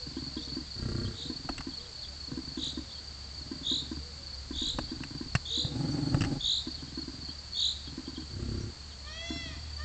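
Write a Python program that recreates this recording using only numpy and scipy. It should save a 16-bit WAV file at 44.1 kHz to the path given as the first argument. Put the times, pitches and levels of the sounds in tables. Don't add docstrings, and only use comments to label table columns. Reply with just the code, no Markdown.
import sys
import numpy as np
from scipy import signal
from scipy.fft import rfft, irfft
from scipy.io import wavfile
from scipy.ndimage import uniform_filter1d

SR = 44100
rng = np.random.default_rng(int(sys.argv[2]) if len(sys.argv) > 2 else 0)


def to_wav(s):
    ch = np.atleast_2d(s).T
    pcm = np.round(np.clip(ch, -1, 1) * 32767)
    wavfile.write(sys.argv[1], SR, pcm.astype(np.int16))


N = 433944
TIME = np.arange(N) / SR


def from_db(db):
    return 10 ** (np.asarray(db) / 20)


def rms_one(x):
    return x / np.sqrt(np.mean(x ** 2) + 1e-20)


def gain_over_time(points):
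    times_s, levels_db = np.transpose(points)
    return from_db(np.interp(TIME, times_s, levels_db))


def gain_at_hz(points, hz):
    pitches_hz, levels_db = np.transpose(points)
    return from_db(np.interp(np.log(hz + 1e-9), np.log(pitches_hz), levels_db))


def seconds(length):
    return np.arange(int(length * SR)) / SR


def add(out, start_s, sound):
    start = int(round(start_s * SR))
    first, last = max(start, 0), min(start + len(sound), N)
    if last > first:
        out[first:last] += sound[first - start:last - start]


def drift(turns_per_s, size=N):
    points = rng.standard_normal(int(size * turns_per_s / SR) + 2)
    return np.interp(np.arange(size) * turns_per_s / SR, np.arange(len(points)), points)


def phase_of(hz):
    return 2 * np.pi * np.cumsum(hz) / SR + rng.uniform(0, 2 * np.pi)


def off_peak(progress, peak):
    return np.where(progress < peak, 1 - progress / peak, (progress - peak) / (1 - peak)) ** 2


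def held(t, length, rise_s, fall_s):
    return np.clip(np.minimum(t / rise_s, (length - t) / fall_s), 0, 1)


def resonate(drive, modes):
    t = seconds(1 / 8)
    ring = np.zeros(len(t))
    for hz, width_hz, db in modes:
        age = np.pi * width_hz * t
        ring += from_db(db) * age * np.exp(1 - age) * np.sin(2 * np.pi * hz * t)
    return signal.fftconvolve(drive, ring)[:len(drive)]


def echo(x, fade_s):
    t = seconds(fade_s)
    tail = rng.standard_normal(len(t)) * from_db(-60 * t / fade_s)
    return signal.fftconvolve(x, tail / np.linalg.norm(tail))[:N]


# pitch_hz, relative_db
AIR_TONE = [(20, -15), (45, 1.5), (70, 6.5), (105, -1.5), (150, -2), (300, -10.5), (500, -14),
            (1000, -14.5), (2000, -16.5), (2600, -18.5), (3600, -16), (5300, -19), (7400, -16.5),
            (8300, -28.5)]
# peak_s, level_db
GUSTS = [(1.5, -45), (4.58, -40.5), (4.79, -42), (5.3, -50), (5.8, -48), (6.22, -38)]


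def wind(hiss_db=-49.7, rumble_db=-62.5, rise_s=.05, fall_s=.11):
    tone = gain_at_hz(AIR_TONE, np.fft.rfftfreq(N, 1 / SR))
    hiss = rms_one(irfft(rfft(rng.standard_normal(N)) * tone, N))
    rumble = rms_one(resonate(rng.standard_normal(N), [(45, 45, 0)]))
    gusts = sum(from_db(db) * np.exp(-np.maximum((peak_s - TIME) / rise_s, (TIME - peak_s) / fall_s))
                for peak_s, db in GUSTS)
    return from_db(hiss_db) * hiss + (from_db(rumble_db) + gusts) * rumble


# pitch_hz, relative_db
ENGINE_TONES = [(71, -2.5), (109, -15), (142, -26)]
# time_s, level_db
ENGINE_LEVELS = [(0, -51), (3.3, -50.5), (5, -46.5), (6.1, -49.5), (6.8, -51), (8.7, -48), (9.84, -43.5)]


def distant_engine(waver_db=2.5):
    speed = 1 + .045 * drift(5)
    hum = sum(from_db(db + waver_db * drift(10)) * np.sin(phase_of(hz * speed))
              for hz, db in ENGINE_TONES)
    return gain_over_time(ENGINE_LEVELS) * rms_one(hum)


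# start_s, length_s
HOOTS = [(-.1, .19), (.35, .18), (1.16, 0.2), (1.76, 0.16), (2.25, .16), (2.56, 0.14), (3.68, .16),
         (3.99, .15), (4.66, .17), (5.48, 0.32)]
# start_s, top_hz
HOWLS = [(.22, 619), (1.78, 619), (2.62, 570), (3.38, 613), (4.04, 565)]


def far_hoots(hoot_hz=495):
    def call(length_s, top_hz, db, sag, peak):
        progress = seconds(length_s) / length_s
        pitch = top_hz * (1 - sag * off_peak(progress, peak))
        return from_db(db) * np.sin(phase_of(pitch)) * signal.windows.tukey(len(pitch), .3)

    out = np.zeros(N)
    for start_s, length_s in HOOTS:
        top_hz = hoot_hz * (1 + .015 * rng.normal())
        add(out, start_s, call(length_s, top_hz, db=-64 + 42 * length_s, sag=.16, peak=.56))
    for start_s, top_hz in HOWLS:
        add(out, start_s, call(.42, top_hz, db=-62.5, sag=.13, peak=.15))
    return out + from_db(-10) * echo(out, fade_s=.46)


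# start_s, base_level_db
WAILS = [(9.02, -46), (9.75, -47.5)]
# pitch_hz, gain_db
BEAK_TONE = [(650, -5.5), (1200, 3), (1400, -22.5), (1800, 3), (2030, 0), (2350, 2), (2700, -5), (3400, 3),
             (4100, -4.5), (4800, -27), (5450, -4.5), (6100, -14), (7500, -16), (9000, -23)]


def peacock(length_s=.57, top_hz=683, sag_hz=124.8, fade_db=13):
    out, progress = np.zeros(N), seconds(length_s) / length_s
    size = len(progress)
    slack = off_peak(progress, peak=.55)
    pitch = top_hz - sag_hz * slack
    soft_ends = signal.windows.tukey(size, .2)
    for start_s, db in WAILS:
        phase = phase_of(pitch * (1 + .0051 * drift(201.6, size)))
        for harmonic in range(1, 12):
            tone_db = db - fade_db * slack * (1 + .097 * (harmonic - 1)) + 5 * drift(17.9, size)
            tone = gain_at_hz(BEAK_TONE, harmonic * pitch) * np.sin(harmonic * phase)
            add(out, start_s, from_db(tone_db) * tone * soft_ends)
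    return out + from_db(-6) * echo(out, fade_s=.99)


# start_s, note_count, lowest_hz, base_level_db
TWITTERS = [(.15, 1, 3160, -59), (.35, 2, 3510, -47.5), (.465, 1, 3400, -55), (.645, 1, 3310, -58),
            (.41, 1, 5500, -58), (1.041, 1, 3170, -52.5), (1.78, 2, 3370, -55), (2.022, 1, 3420, -50),
            (2.887, 1, 3430, -52), (5.9, 1, 5550, -53), (7.274, 1, 3080, -54), (7.855, 1, 3180, -55),
            (8.59, 1, 5550, -55), (8.14, 1, 3230, -51.5), (8.9, 1, 3190, -57), (9.06, 2, 3150, -55),
            (9.245, 1, 5650, -53)]


def twittering_birds(note_s=.05, swoop_hz=1300, ragged_hz=130, boost_db=1.5):
    out, progress = np.zeros(N), seconds(note_s) / note_s
    size = len(progress)
    soft_ends = signal.windows.tukey(size, .4)
    far_notes = [(start_s, 1, 3170, -58) for start_s in rng.uniform(0, N / SR, 8)]
    for start_s, notes, lowest_hz, db in TWITTERS + far_notes:
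        for k in range(notes):
            turn = rng.uniform(.4, .65)
            gain = from_db(db + boost_db + 3 * drift(150, size))
            pitch = lowest_hz + swoop_hz * (2 * (progress - turn)) ** 2 + ragged_hz * drift(400, size)
            add(out, start_s + k * note_s, gain * np.sin(phase_of(pitch)) * soft_ends)
    return out + from_db(-3) * echo(out, fade_s=.13)


def add_chirp(out, last_stroke_s, hz, db, strokes, stroke_s=.026, spacing_s=.035, fall_hz=380):
    progress = seconds(stroke_s) / stroke_s
    for k in range(strokes):
        middle_s = last_stroke_s - k * spacing_s * (1 + .03 * rng.normal())
        pitch = hz + 25 * rng.normal() + fall_hz * (1 / 3 - progress ** 2)
        stroke = np.sin(np.pi * progress) * np.sin(phase_of(pitch))
        add(out, middle_s - stroke_s / 2, from_db(db - 2 * k) * stroke)


# time_s, base_level_db
CHORUS_LEVELS = [(0, -41.5), (3, -44), (6.5, -42.5), (7.9, -44.5), (8.7, -46), (9.84, -45.5)]


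def far_crickets(chirp_count=90):
    chirps = np.zeros(N)
    for time_s in np.linspace(0, N / SR, chirp_count):
        db = 2 * rng.normal()
        add_chirp(chirps, time_s + .05 * rng.normal(), hz=4540 + 80 * rng.normal(), db=db, strokes=4)
    blurred = rms_one(chirps + .5 * echo(chirps, fade_s=.15))
    haze = rms_one(resonate(rng.standard_normal(N), [(4480, 620, 0)]))
    return gain_over_time(CHORUS_LEVELS) * (from_db(-7.5) * blurred + from_db(-6) * haze)


# first_chirp_s, last_chirp_s, chirp_count, base_level_db
CHIRP_RUNS = [(.03, 1.04, 5, -41), (1.369, 1.37, 1, -39.5), (1.53, 2.28, 4, -40.5), (2.556, 3.86, 4, -43.5),
              (4.339, 5.36, 3, -43), (5.532, 6.1, 2, -43), (6.48, 7.295, 4, -39.5), (7.619, 7.6, 4, -38)]


def near_cricket(boost_db=5):
    out = np.zeros(N)
    for first_s, last_s, count, db in CHIRP_RUNS:
        for time_s in np.linspace(first_s, last_s, count):
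            add_chirp(out, time_s, hz=4370, db=db + boost_db, strokes=3)
    return out


# start_s, snap_db, thump_db, snap_pitch_hz
CASE_CLICKS = [(1.49, -24.5, -50, 760), (1.58, -28.5, -41, 2000), (1.607, -30.5, -54, 1590),
               (4.786, -22, -31.5, 700), (5.035, -28, -46, 2000), (5.351, -15.5, -17, 1950),
               (5.648, -36.5, -22.5, 700), (6.144, -23.5, -15, 555), (6.207, -25.5, -25, 2670),
               (6.217, -23.5, -20, 2390), (6.237, -24.5, -25, 1700), (6.247, -28, -31, 1710)]
# pitch_hz, width_hz, relative_db
CASE_RING = [(822, 500, -9), (1180, 830, -7.5), (1630, 1280, 0), (2647, 550, -5.5), (5580, 2200, 2),
             (7620, 600, -5)]


def case_clicks(crack_s=.0047, thump_hz=128, thump_width_hz=85):
    out, t = np.zeros(N), seconds(.06)
    for start_s, snap_db, thump_db, hz in CASE_CLICKS:
        burst = resonate(rng.standard_normal(len(t)) * np.exp(-t / crack_s), CASE_RING)
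        band = signal.butter(1, [hz / 1.59, hz * 1.59], "band", fs=SR, output="sos")
        snap = signal.sosfilt(band, burst)
        thump = resonate(signal.unit_impulse(len(t)), [(thump_hz, thump_width_hz, thump_db)])
        add(out, start_s, from_db(snap_db) * snap / np.abs(snap).max() + thump)
    return out


# start_s, end_s, level_db
ZOOM_RUN = (5.62, 6.40, -32)
# pitch_hz, width_hz, relative_db
HOUSING_RING = [(138.5, 61, -0.5), (274, 78, 1.5), (570, 154, -10.5), (823, 124, -13), (1320, 810, -8)]


def zoom_motor(turns_per_s=22, teeth_per_s=140, throb_db=4, hiss_db=-21, fade_db=15.5):
    turn = np.sin(phase_of(turns_per_s * (1 + .17 * drift(10))))
    teeth_passed = np.floor(phase_of(teeth_per_s * (1 + .28 * drift(200))) / (2 * np.pi))
    strikes = np.diff(teeth_passed, prepend=teeth_passed[0])
    grit = .88 * rng.standard_normal(N) * np.sqrt(teeth_per_s / SR)
    whirr = resonate(strikes + grit, HOUSING_RING)
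    whirr /= np.sqrt(uniform_filter1d(whirr ** 2, size=SR // 25) + 1e-9)
    sound = rms_one(whirr * from_db(throb_db * turn)) + from_db(hiss_db) * rng.standard_normal(N)
    start_s, end_s, db = ZOOM_RUN
    power = held(TIME - start_s, end_s - start_s, rise_s=.17, fall_s=.044)
    return sound * from_db(db - fade_db * (1 - power)) * (power > 0)


# start_s, end_s, first_knock_s, knock_spacing_s, knock_db
FOCUS_HUNTS = [(.04, .645, .167, .2, -27.5), (1.18, 1.62, 1.298, .198, -27.5),
               (1.65, 1.76, 1.669, .2, -28.5), (2.25, 2.85, 2.373, 0.2, -27.5),
               (3.39, 3.99, 3.514, 0.2, -28), (4.49, 4.70, 4.507, 0.11, -29),
               (4.72, 5.03, 4.784, .132, -29), (5.04, 5.29, 5.209, .2, -28), (5.56, 5.6, 5.575, .2, -31.5),
               (6.65, 7.05, 6.67, .304, -29), (7.06, 7.32, 7.078, .31, -31),
               (7.85, 8.27, 7.977, 0.1, -30.5), (9.29, 9.58, 9.304, .3, -27.5)]
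# delay_s, relative_db
LENS_BOUNCES = [(0, -2), (0.0138, -10), (.028, -19)]
# pitch_hz, width_hz, gain_db
KNOCK_RING = [(266, 69.4, 0.5), (308.7, 40.7, -5.5), (730, 71, -32.5), (1019, 66, -20), (1580, 82, -22),
              (1843, 70, -28.5)]
# pitch_hz, width_hz, gain_db
TICK_RING = [(146.5, 58, -4), (265.4, 93, -1), (1050, 200, -17.5), (1550, 180, -18.5)]


def focus_motor(rough_step_s=.05):
    knocks, ticks = np.zeros(N), np.zeros(N)
    for start_s, end_s, first_knock_s, spacing_s, knock_db in FOCUS_HUNTS:
        steps_per_knock = round(spacing_s / rough_step_s)
        step_s = spacing_s / steps_per_knock
        first_step = int(np.ceil((start_s - first_knock_s) / step_s))
        last_step = int((end_s - first_knock_s) / step_s)
        for step in range(first_step, last_step + 1):
            move_s = first_knock_s + step * step_s
            stray_s = .005 * rng.normal()
            tick_db = -36.5 + 4 * rng.normal()
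            for delay_s, bounce_db in LENS_BOUNCES:
                hit_s = move_s + delay_s * (1 + .12 * rng.normal())
                if step >= 0 and step % steps_per_knock == 0:
                    add(knocks, hit_s, [from_db(knock_db + bounce_db)])
                else:
                    add(ticks, hit_s + stray_s, [from_db(tick_db + bounce_db)])
    return resonate(knocks, KNOCK_RING) + resonate(ticks, TICK_RING)


# start_s, length_s, base_level_db, hoarseness (0 to 1)
BUZZY_CALLS = [(1.132, .17, -39, 0.7), (2.565, 0.17, -33, 0.74), (3.627, .2, -28, .25),
               (4.528, 0.23, -31, .61), (5.446, .23, -28, 0.4), (6.395, .22, -25, 0.25),
               (7.541, .2, -26, 0.35)]


def buzzing_bird(middle_hz=3640, beak_hz=3790, beak_width_hz=650, fade_db=15.5, boost_db=1.28):
    out = np.zeros(N)
    for start_s, length_s, db, hoarseness in BUZZY_CALLS:
        progress = seconds(length_s) / length_s
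        size = len(progress)
        trills_per_s = (62 - 16 * progress) * (1 + .046 * drift(40, size))
        trill = phase_of(trills_per_s)
        slide = signal.sawtooth(trill, width=.3)
        depth = .12 * np.minimum(1, 1 / 4 + 2 * progress)
        climb = .13 * (progress - .5)
        rasp = .083 * hoarseness * drift(2000, size)
        pitch = middle_hz * (1 + climb + depth * slide + rasp)
        phase = phase_of(pitch)
        beak_gain = 1 / np.hypot(1, 2 * (pitch - beak_hz) / beak_width_hz)
        whistle = np.sin(phase) * from_db(4.5 * slide) * beak_gain
        falling = (.5 - .5 * np.sin(trill - np.pi / 8)) ** 2
        octave = np.sin(2 * phase) * from_db(-13.5 + 5.5 * hoarseness) * falling
        call_db = db + boost_db - fade_db * off_peak(progress, peak=.57) + 2 * drift(68.8, size)
        call = (whistle + octave) * from_db(call_db) * signal.windows.tukey(size, .1)
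        add(out, start_s, call)
        add(out, start_s + .0054, from_db(-8) * call)
    return out + from_db(-8) * echo(out, fade_s=.51)


# start_s, length_s, flaps_per_s, level_db, mouth_gain_db
GRUNTS = [(.759, .39, 32, -29.8, -2), (8.301, 0.41, 32.5, -31.5, -8)]
# pitch_hz, width_hz, gain_db
THROAT_RING = [(67.3, 28, -10), (105.7, 53, 0.5), (235, 69, -5), (347.6, 49, -8.5)]
# pitch_hz, width_hz, gain_db
MOUTH_RING = [(410, 150, -5.5), (548, 98, -20.5), (1170, 95, -20), (1380, 90, -18.5), (1612, 72, -20.5),
              (1897, 80, -23)]


def bison(fade_db=9, rasp=.035, rasp_s=.018):
    out, t = np.zeros(N), seconds(.036)
    for start_s, length_s, flaps_per_s, db, mouth_db in GRUNTS:
        flaps, puffs, elapsed_s = np.zeros(N), np.zeros(N), 0
        while elapsed_s < length_s:
            effort = held(elapsed_s, length_s, rise_s=.086, fall_s=.089)
            strength = from_db(db - fade_db * (1 - effort) + .9 * rng.normal())
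            puff = strength * rasp * rng.standard_normal(len(t)) * np.exp(-t / rasp_s)
            add(puffs, start_s + elapsed_s, puff)
            add(flaps, start_s + elapsed_s, puff + strength * signal.unit_impulse(len(t)))
            elapsed_s += (1 + .02 * rng.normal()) / flaps_per_s
        mouth = resonate(flaps, MOUTH_RING) + from_db(10.5) * puffs
        out += resonate(flaps, THROAT_RING) + from_db(mouth_db) * mouth
    return out


def scene():
    animals = bison() + buzzing_bird() + twittering_birds() + near_cricket()
    background = far_crickets() + peacock() + far_hoots() + wind() + distant_engine()
    camera = focus_motor() + zoom_motor() + case_clicks()
    return (background + camera + animals)[None]


def record(dry, cutoff_hz=8500):
    return signal.sosfilt(signal.ellip(10, .1, 80, cutoff_hz, fs=SR, output="sos"), dry)


dry = scene()
out = record(dry)
to_wav(out)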